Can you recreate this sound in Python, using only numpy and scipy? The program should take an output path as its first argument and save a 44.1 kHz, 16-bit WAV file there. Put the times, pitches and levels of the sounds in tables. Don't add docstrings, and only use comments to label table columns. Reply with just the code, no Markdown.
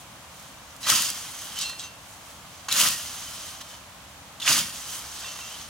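import sys
import numpy as np
from scipy import signal
from scipy.fft import rfft, irfft, next_fast_len
from scipy.io import wavfile

SR = 44100
rng = np.random.default_rng(int(sys.argv[2]) if len(sys.argv) > 2 else 0)


def unload_wav(signal):
    wavfile.write(
        sys.argv[1],
        SR,
        np.round(np.clip(np.atleast_2d(signal).T, -1, 1) * 32767).astype(np.int16),
    )


N = 250929
TIME = np.arange(N) / SR

# f/Hz, relative level per Hz/dB
AIR_SPECTRUM = [(15, -43), (25, -31), (59, -1), (185, -4), (242, -9), (277, -7), (394, -12.5), (607, -6.5),
                (775, -6.5), (1130, -6), (1790, -11.5), (3250, -12), (5140, -17), (6560, -15),
                (16000, -25.5)]
# f/Hz, correlation/1
AIR_CORRELATION = [(30, 0.96), (100, 0.91), (500, 0.71), (1100, 0.7), (1800, 0.24), (3500, 0.028),
                   (15000, .05)]
# f/Hz, correlation/1
GRASS_CORRELATION = [(130, 0.86), (640, 1), (1300, 0.84), (2000, 0.83), (3000, 0.76), (4100, 0.53),
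                     (6200, 0.74), (7500, 0.36), (11500, 0.17), (12800, 0), (15000, 0.02)]
# f/Hz, level/dB
STEREO_BALANCE = [(100, -0.5), (900, 1.1), (1900, -3), (2600, 0), (3600, -3), (5500, 0.3), (7200, -2.5),
                  (9500, 3), (11000, 1), (12100, -2), (13300, 9), (15000, -7)]
# middle t/s, rustle level/dB, Gaussian half length/s, treble level re rustle/dB
TUSSOCK_BRUSHES = [(0.01, -59.5, 0.02, 4.5), (0.423, -55, 0.075, -1.5), (0.73, -61, 0.027, -3),
                   (0.82, -50, 0.009, 3), (1.62, -38.5, 0.04, -6), (1.835, -43.5, 0.03, -7),
                   (2.12, -57, 0.066, 1), (2.296, -53, 0.055, -1), (2.575, -53.5, 0.13, -6),
                   (3.615, -40, 0.007, -11), (3.72, -47, 0.053, -6), (4.942, -41.5, 0.046, -0.5),
                   (5.243, -43, 0.051, -13)]
# start t/s, end t/s, rustle level/dB
RETURN_SWEEPS = [(1.123, 1.68, -42), (2.972, 3.504, -41.5), (4.714, 5.614, -42.5)]
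# f/Hz, relative level per Hz/dB
RUSTLE_SPECTRUM = [(100, -7.5), (250, -5.5), (420, -13), (620, -6), (1200, 2.5), (2100, -3.5), (2900, -2),
                   (4000, 1.5), (5500, 0.5), (7000, -5), (9000, -10.5), (16000, -32)]
# f/Hz, relative level per Hz/dB
RUSTLE_TREBLE_SPECTRUM = [(3000, -18), (6500, -0.5), (8500, 0.5), (11000, -2), (12600, -8), (14000, -5.5),
                          (16000, -10)]
# f/Hz, bandwidth/Hz, mean level/dB
RUSTLE_RESONANCES = [(3095, 270, 3.5), (6310, 550, 2)]
# t/s, relative level/dB, left-right level/dB
STEM_SNAPS = [(0.3975, -29, -3), (0.7642, -27.5, -4), (1.0218, -8, 2), (1.1018, -8.5, -2),
              (1.5896, -14.5, 2), (2.726, -6, 3), (2.801, -1, 4), (2.8865, -3, 5), (2.906, -11, 3),
              (3.6114, -31, -1.5), (4.9544, -21, -0.5)]
# first contact t/s, full speed t/s, leaving the stand t/s, rise to full speed/dB,
# sag as grass slows the blade/(dB/s), relative levels of hiss, crunch and thud/dB,
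# treble spray re hiss/dB, spray delay after contact/s
CUTTING_STROKES = [ (0.803, 0.89, 1.09, 30, 52, -20, -29.5, -41.5, 4, 0.08),
                   (2.682, 2.797, 2.858, 14.3, 20, -21, -29, -42, 5.5, 0.03),
                   (4.402, 4.491, 4.598, 27, 62, -18.2, -27.6, -37.5, 3, 0.1)]
# f/Hz, relative level per Hz/dB
SHEAR_SPECTRUM = [(900, -39), (2100, -9.5), (2700, 1), (4000, -0.5), (5500, 1), (7000, -2), (8000, -1.5),
                  (11000, -4), (12600, -11), (14000, -8.5), (16000, -14)]
# f/Hz, relative level per Hz/dB
CRUNCH_SPECTRUM = [(250, -29), (430, -18.5), (580, -3.5), (780, -6.5), (1050, 2.5), (1500, 3.5), (2000, -5),
                   (2800, -8), (5000, -29)]
# f/Hz, relative level per Hz/dB
THUD_SPECTRUM = [(30, -32), (70, -3), (130, 5.5), (260, 4.5), (340, -0.5), (450, -26), (900, -33)]
# f/Hz, bandwidth/Hz, mean level/dB
SHEAR_RESONANCES = [(2800, 27, -3), (3130, 120, -2.5), (3460, 18, 3), (4420, 31, -14), (4540, 33, -3),
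                    (4870, 57, 0), (5400, 37, -12), (6170, 310, -6), (6800, 82, 4.5)]
# f/Hz, bandwidth/Hz, mean level/dB
STALK_RESONANCES = [(1250, 120, -12), (1830, 48, 2), (1874, 18, 2.5)]
# t/s, relative level/dB, stalk f/Hz, bandwidth/Hz, relative pitched level/dB
TUFT_BITES = [(0.830, -17.5, 3980, 100, -10), (0.867, -13, 1320, 110, 3.5), (0.869, -18, 3050, 500, 9),
              (0.899, -2, 1820, 100, -10), (0.918, -18, 1330, 120, 5), (0.935, -17, 2820, 150, 8),
              (0.978, -11.5, 3040, 200, 4.5), (2.684, -21.5, 1320, 300, 4), (2.7134, -12.5, 3670, 900, 3),
              (2.764, -9, 3200, 150, -8), (2.785, -17, 3130, 100, 8), (2.867, -7, 3300, 200, -6),
              (4.400, -25, 3900, 300, -2), (4.417, -20.5, 3300, 600, 4), (4.464, -23, 3370, 800, 10),
              (4.466, -22, 1870, 400, 12.5), (4.477, -16, 2680, 700, 13), (4.481, -19, 3560, 60, 5),
              (4.522, -8, 4630, 100, 0)]
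# t/s, relative level/dB, most excited f/Hz, share of free ring time left by grass/1
STEEL_TOUCHES = [(0.831, -19, 3950, 0.8), (1.567, -20, 3044, 0.6), (1.599, -20, 3790, 0.8),
                 (1.630, -23.5, 2722, 0.95), (1.649, -22.5, 4160, 1), (1.652, -22, 5300, 1),
                 (1.69, -25.5, 4170, 1), (1.796, -25, 3790, 0.7), (1.83, -31, 2722, 1),
                 (1.836, -23.5, 6192, 0.8), (2.685, -6, 6500, 0.19), (2.713, -10, 3950, 0.54),
                 (3.269, -28, 3044, 0.6), (3.703, -34, 3044, 0.6), (4.417, -18, 3512, 1),
                 (5.245, -29, 2722, .9), (5.246, -30, 3512, 1), (5.279, -30, 3044, 1),
                 (5.28, -29, 4420, 0.85), (5.394, -28, 3044, 0.5), (5.409, -30.5, 2722, 0.9)]
# f/Hz, relative level/dB, t60/s
BLADE_MODES = [(2722, 0, .45), (3044, -1, .35), (3512, -3, .2), (3790, -4, .3), (3950, -4, .25),
               (4091, -3, .36), (4204, -2, .36), (4400, -3, .4), (4762, -6, .4), (5120, -5, .3),
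               (5459, -5, .27), (6192, -2, .2), (6500, -6, .15), (7005, -5, .22), (7700, -9, .28)]
# middle t/s, relative level/dB, Gaussian half length/s
STUBBLE_SCRAPES = [(1.604, -36, 0.023), (1.666, -38.5, 0.026), (1.798, -41, 0.011), (3.273, -48, .012),
                   (5.175, -39.5, 0.028), (5.27, -48, 0.021)]
# t/s, relative level/dB
HANDLE_KNOCKS = [(1.699, -29), (1.731, -33), (3.611, -36), (5.243, -31), (5.389, -31.5)]
# f/Hz, relative level/dB, t60/s
HANDLE_MODES = [(1065, -1, 0.039), (1500, -9, 0.033), (1920, -3, 0.048), (2520, -3, 0.029),
                (3100, -17, 0.018), (3750, 2, 0.024)]

AIR_DB = -46.5
STIR_DB, STIR_TREBLE_DB = -59.5, -9.5
RETURN_ATTACK_S, RETURN_RELEASE_DB_PER_S = 0.035, 85
RETURN_TREBLE_DB, DULLING_DB_PER_S = -3, -4.5
EXIT_DB, EXIT_S, RELEASE_DB_PER_S = 3, 0.024, 92.5
CRUNCH_LEAD_S, THUD_LAG_S = 0.0021, 0.018
SPRAY_START_DB, SPRAY_RISE_S = -4, 0.016
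TUFT_T60_S = 0.09
CUTOFF_HZ = 15900


def from_db(db):
    return 10 ** (np.asarray(db) / 20)


def rms_one(x):
    return x / np.sqrt(np.mean(x ** 2) + 1e-20)


def at_hz(points, hz):
    f, value = np.transpose(points)
    return np.interp(np.log(np.maximum(hz, 1)), np.log(f), value)


def drift(rate):
    r = np.exp(-2 * np.pi * min(rate, 2000) / SR)
    settled = signal.lfilter([1], [1, -2 * r, r * r], rng.standard_normal(N + SR))[SR:]
    return rms_one(settled)


def colour(x, gain_at, size=4096):
    hz = np.arange(size // 2 + 1) * SR / size
    cepstrum = irfft(np.log(gain_at(hz) + 1e-6))
    cepstrum[1:size // 2] *= 2
    cepstrum[size // 2 + 1:] = 0
    impulse_response = irfft(np.exp(rfft(cepstrum)))
    return signal.oaconvolve(x, impulse_response[None], axes=-1)[:, :N]


def resonate(x, hz, width):
    r = np.exp(-np.pi * width / SR)
    zeros = np.array([1, 0, -1]) * (1 - r * r) / 2
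    poles = [1, -2 * r * np.cos(2 * np.pi * hz / SR), r * r]
    return signal.lfilter(zeros, poles, x + 1e-18)


def two_ears(x, correlation):
    share = lambda hz: np.clip(at_hz(correlation, hz), .01, .99)
    common = colour(x[:1], lambda hz: np.sqrt(share(hz)))
    private = colour(x[1:], lambda hz: np.sqrt(1 - share(hz)))
    return common + private


def fibres(per_s, spread_db, clump_db, smooth):
    clicks = np.zeros((3, N))
    sizes, hiss = rng.random((2, 3, N), dtype=np.float32)
    born = rng.random((3, N), dtype=np.float32) < per_s / SR
    click_db = spread_db * np.minimum(-np.log(sizes[born] + 1e-9), 4)
    clicks[born] = from_db(click_db) * np.sign(hiss[born] - .5)
    grains = rms_one(clicks) + smooth * rms_one(hiss - .5)
    return grains * from_db(clump_db * drift(52))


def voiced(x, spectrum, resonances=(), wander_db=4.0):
    x = colour(two_ears(x, GRASS_CORRELATION), lambda hz: from_db(at_hz(spectrum, hz)))
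    knots = np.linspace(0, TIME[-1], 90)
    wander = lambda: np.interp(TIME, knots, rng.standard_normal(90))
    ringing = sum(from_db(db + wander_db * wander()) * resonate(x, hz, width)
                  for hz, width, db in resonances)
    return rms_one(x + ringing)


def open_air(level_db, dip_hz, dip_width_hz, dip):
    noise = two_ears(rng.standard_normal((3, N)), AIR_CORRELATION)
    rush = colour(noise, lambda hz: from_db(at_hz(AIR_SPECTRUM, hz)))
    return from_db(AIR_DB + level_db) * rms_one(rush - dip * resonate(rush, dip_hz, dip_width_hz))


def hollow_stalks(per_s, spread_db, low_hz, high_hz, cycles, count=36):
    sizes = from_db(spread_db * np.minimum(rng.exponential(1, N), 3))
    pops = sizes * rng.choice([-1, 1], N) * (rng.random(N) < per_s / SR)
    dealt = rng.integers(0, count, N)
    pitches = np.geomspace(low_hz, high_hz, count)
    return rms_one(sum(resonate(pops * (dealt == k), hz, hz / cycles) / hz
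                       for k, hz in enumerate(pitches)))


def brushing(stalk_pops):
    parts = [(from_db(STIR_DB) * np.ones(N), STIR_TREBLE_DB)]   # (gain, treble level/dB)
    for start, end, db in RETURN_SWEEPS:
        attack = np.clip((TIME - start) / RETURN_ATTACK_S, 0, 1)
        gain = attack * from_db(db - RETURN_RELEASE_DB_PER_S * np.maximum(TIME - end, 0))
        dulling_db = DULLING_DB_PER_S * np.clip(TIME - start, 0, end - start)
        parts.append((gain, RETURN_TREBLE_DB + dulling_db))
    for middle, db, half, treble_db in TUSSOCK_BRUSHES:
        swell = np.exp(-.5 * ((TIME - middle) / half) ** 2)
        parts.append((from_db(db) * swell, treble_db))
    body_gain = np.sqrt(sum(gain ** 2 for gain, _ in parts))
    treble_gain = np.sqrt(sum((gain * from_db(treble_db)) ** 2 for gain, treble_db in parts))
    body_grains = fibres(per_s=6000, spread_db=5.5, clump_db=0.84, smooth=1.4)
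    rustle = from_db(1) * voiced(body_grains, RUSTLE_SPECTRUM, RUSTLE_RESONANCES)
    treble_grains = fibres(per_s=2300, spread_db=3.5, clump_db=1.0, smooth=1.5)
    treble = from_db(4.0) * voiced(treble_grains, RUSTLE_TREBLE_SPECTRUM)
    return body_gain * (rustle + from_db(-18.5) * stalk_pops) + treble_gain * treble


def snaps(level_db, hz, width_hz, t60):
    out, t = np.zeros((2, N)), TIME[:SR // 30]
    for s, db, pan_db in STEM_SNAPS:
        splinters = 0.22 * rng.standard_normal((2, len(t))) * from_db(-60 * t / t60)
        splinters[:, 0] = 1
        click = resonate(splinters, hz, width_hz)
        side_db = np.minimum([[pan_db], [-pan_db]], 0)
        at = round(s * SR)
        out[:, at:at + len(t)] += click / abs(click).max() * from_db(db + level_db + side_db)
    return out


def swing(lag_s):
    rows = []
    t = TIME - lag_s
    for touch, full, leave, rise_db, sag_db_per_s, *_ in CUTTING_STROKES:
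        db = -rise_db * np.maximum(full - t, 0) / (full - touch)
        db -= sag_db_per_s * np.clip(t - full, 0, leave - full)
        db -= EXIT_DB * np.clip((t - leave) / EXIT_S, 0, 1)
        db -= RELEASE_DB_PER_S * np.maximum(t - leave, 0)
        onset = np.clip((TIME - touch) / 0.0039, 0, 1)
        rows.append(from_db(np.maximum(db, -150)) * onset)
    return np.array(rows)


def strokes(stalk_pops):
    touch, *_, hiss_db, crunch_db, thud_db, spray_db, spray_delay = np.transpose(CUTTING_STROKES)
    cutting = swing(0)
    speed = (1 + np.tanh((TIME - (touch + spray_delay)[:, None]) / SPRAY_RISE_S)) / 2
    spray_gain = from_db(SPRAY_START_DB + (spray_db[:, None] - SPRAY_START_DB) * speed)
    shear_grains = fibres(per_s=5700, spread_db=2.5, clump_db=1.0, smooth=0.93)
    shear = voiced(shear_grains, SHEAR_SPECTRUM, SHEAR_RESONANCES)
    highpass = signal.butter(1, 8000, "high", fs=SR, output="sos")
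    spray = signal.sosfilt(highpass, shear)
    hiss = from_db(hiss_db) @ cutting * shear
    hiss = hiss + from_db(hiss_db) @ (cutting * (spray_gain - 1)) * spray
    crunch_grains = fibres(per_s=2000, spread_db=3.5, clump_db=0.5, smooth=0.67)
    crunch = from_db(-0.8) * voiced(crunch_grains, CRUNCH_SPECTRUM, STALK_RESONANCES)
    crunch = crunch + from_db(-5) * stalk_pops
    thud = voiced(fibres(per_s=600, spread_db=3, clump_db=0.0, smooth=0.43), THUD_SPECTRUM)
    crunch_gain = from_db(crunch_db) @ swing(-CRUNCH_LEAD_S)
    thud_gain = from_db(thud_db) @ swing(THUD_LAG_S)
    return hiss + crunch_gain * crunch + thud_gain * thud


def tufts(crack_db, pitched_db):
    out = np.zeros((2, N))
    volley = fibres(per_s=4000, spread_db=1.0, clump_db=2.8, smooth=1.0)
    cracks = voiced(volley, SHEAR_SPECTRUM, SHEAR_RESONANCES)
    plain = two_ears(volley, GRASS_CORRELATION)
    cracks = cracks + from_db(-13.5) * voiced(volley, CRUNCH_SPECTRUM, STALK_RESONANCES)
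    t = TIME[:SR // 4]
    for s, db, hz, width, share_db in TUFT_BITES:
        at = round(s * SR)
        span = slice(at, at + len(t))
        stalks = rms_one(resonate(plain[:, span], hz, width))
        burst = from_db(crack_db) * cracks[:, span] + from_db(pitched_db + share_db) * stalks
        out[:, span] += from_db(db - 60 * t / TUFT_T60_S) * burst
    return out


def blade(level_db, focus_db, reach_hz, scrape_s):
    out = np.zeros((2, N))
    mode_hz, mode_db, t60 = np.transpose(BLADE_MODES)[:, :, None]
    t = TIME[:SR // 2]
    for s, db, hz, free in STEEL_TOUCHES:
        near_db = focus_db * (np.exp(-((mode_hz - hz) / reach_hz) ** 2) - 1)
        phase = rng.uniform(0, 2 * np.pi, mode_hz.shape)
        phase = phase + rng.normal(0, 0.19, (2,) + mode_hz.shape)
        decay_db = 60 * t / (t60 * np.clip(free, .05, 1))
        envelope = from_db(db + level_db + mode_db + near_db - decay_db)
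        rings = envelope * np.sin(2 * np.pi * mode_hz * t + phase)
        at = round(s * SR)
        touch = rings.sum(axis=1) * (1 - np.exp(-t / scrape_s))
        out[:, at:at + len(t)] += touch[:, :N - at]
    return out


def scrapes(level_db, grit_db, width_hz, low_hz, high_hz, count=26):
    out, t = np.zeros((2, N)), TIME[:SR // 3]
    grit = voiced(fibres(per_s=580, spread_db=0.5, clump_db=-5.5, smooth=.2), SHEAR_SPECTRUM)
    modes = np.linspace(low_hz, high_hz, count) + rng.uniform(-82, 93, count)
    for s, db, half in STUBBLE_SCRAPES:
        at = round(s * SR) - SR // 10
        span = slice(at, at + len(t))
        pressure = np.exp(-.5 * ((TIME[span] - s) / half) ** 2)
        rub = from_db(db) * pressure * grit[:, span]
        shimmer = sum(resonate(rub, hz, width_hz) for hz in modes)
        out[:, span] += from_db(grit_db) * rub + from_db(level_db) * shimmer
    return out


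def handle(level_db):
    out, t = np.zeros(N), TIME[:SR // 10]
    for s, db in HANDLE_KNOCKS:
        at = round(s * SR)
        for hz, mode_db, t60 in HANDLE_MODES:
            envelope = from_db(db + level_db + mode_db - 60 * t / t60)
            out[at:at + len(t)] += envelope * np.sin(2 * np.pi * hz * t) * rng.choice([-1, 1])
    return out


def microphones(x, lag_s):
    left = colour(x[:1], lambda hz: from_db(at_hz(STEREO_BALANCE, hz) / 2))
    right = colour(x[1:], lambda hz: from_db(-at_hz(STEREO_BALANCE, hz) / 2))
    size = next_fast_len(N + SR)
    delay = np.exp(-2j * np.pi * np.fft.rfftfreq(size, 1 / SR) * lag_s)
    right = irfft(rfft(right, size) * delay, size)[:, :N]
    return np.vstack([left, right])


def scene():
    stalk_pops = hollow_stalks(per_s=320, spread_db=2.5, low_hz=1893, high_hz=7530, cycles=110)
    air = open_air(level_db=0.6, dip_hz=392, dip_width_hz=140, dip=0.38)
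    grass = brushing(stalk_pops) + snaps(level_db=-1.0, hz=7600, width_hz=8500, t60=0.018)
    grass = grass + strokes(stalk_pops) + tufts(crack_db=-16, pitched_db=-14.0)
    scythe = blade(level_db=-9.0, focus_db=16, reach_hz=170, scrape_s=0.0017)
    scythe = scythe + scrapes(level_db=12.5, grit_db=-3, width_hz=16, low_hz=3300, high_hz=8480)
    scythe = scythe + handle(level_db=-6.5)
    return microphones(grass + scythe, lag_s=2.2e-5) + air


def record(dry):
    lowpass = signal.ellip(12, .1, 80, CUTOFF_HZ, fs=SR, output="sos")
    return signal.sosfilt(lowpass, dry.clip(-.85, .85))


dry = scene()
out = record(dry)
unload_wav(out)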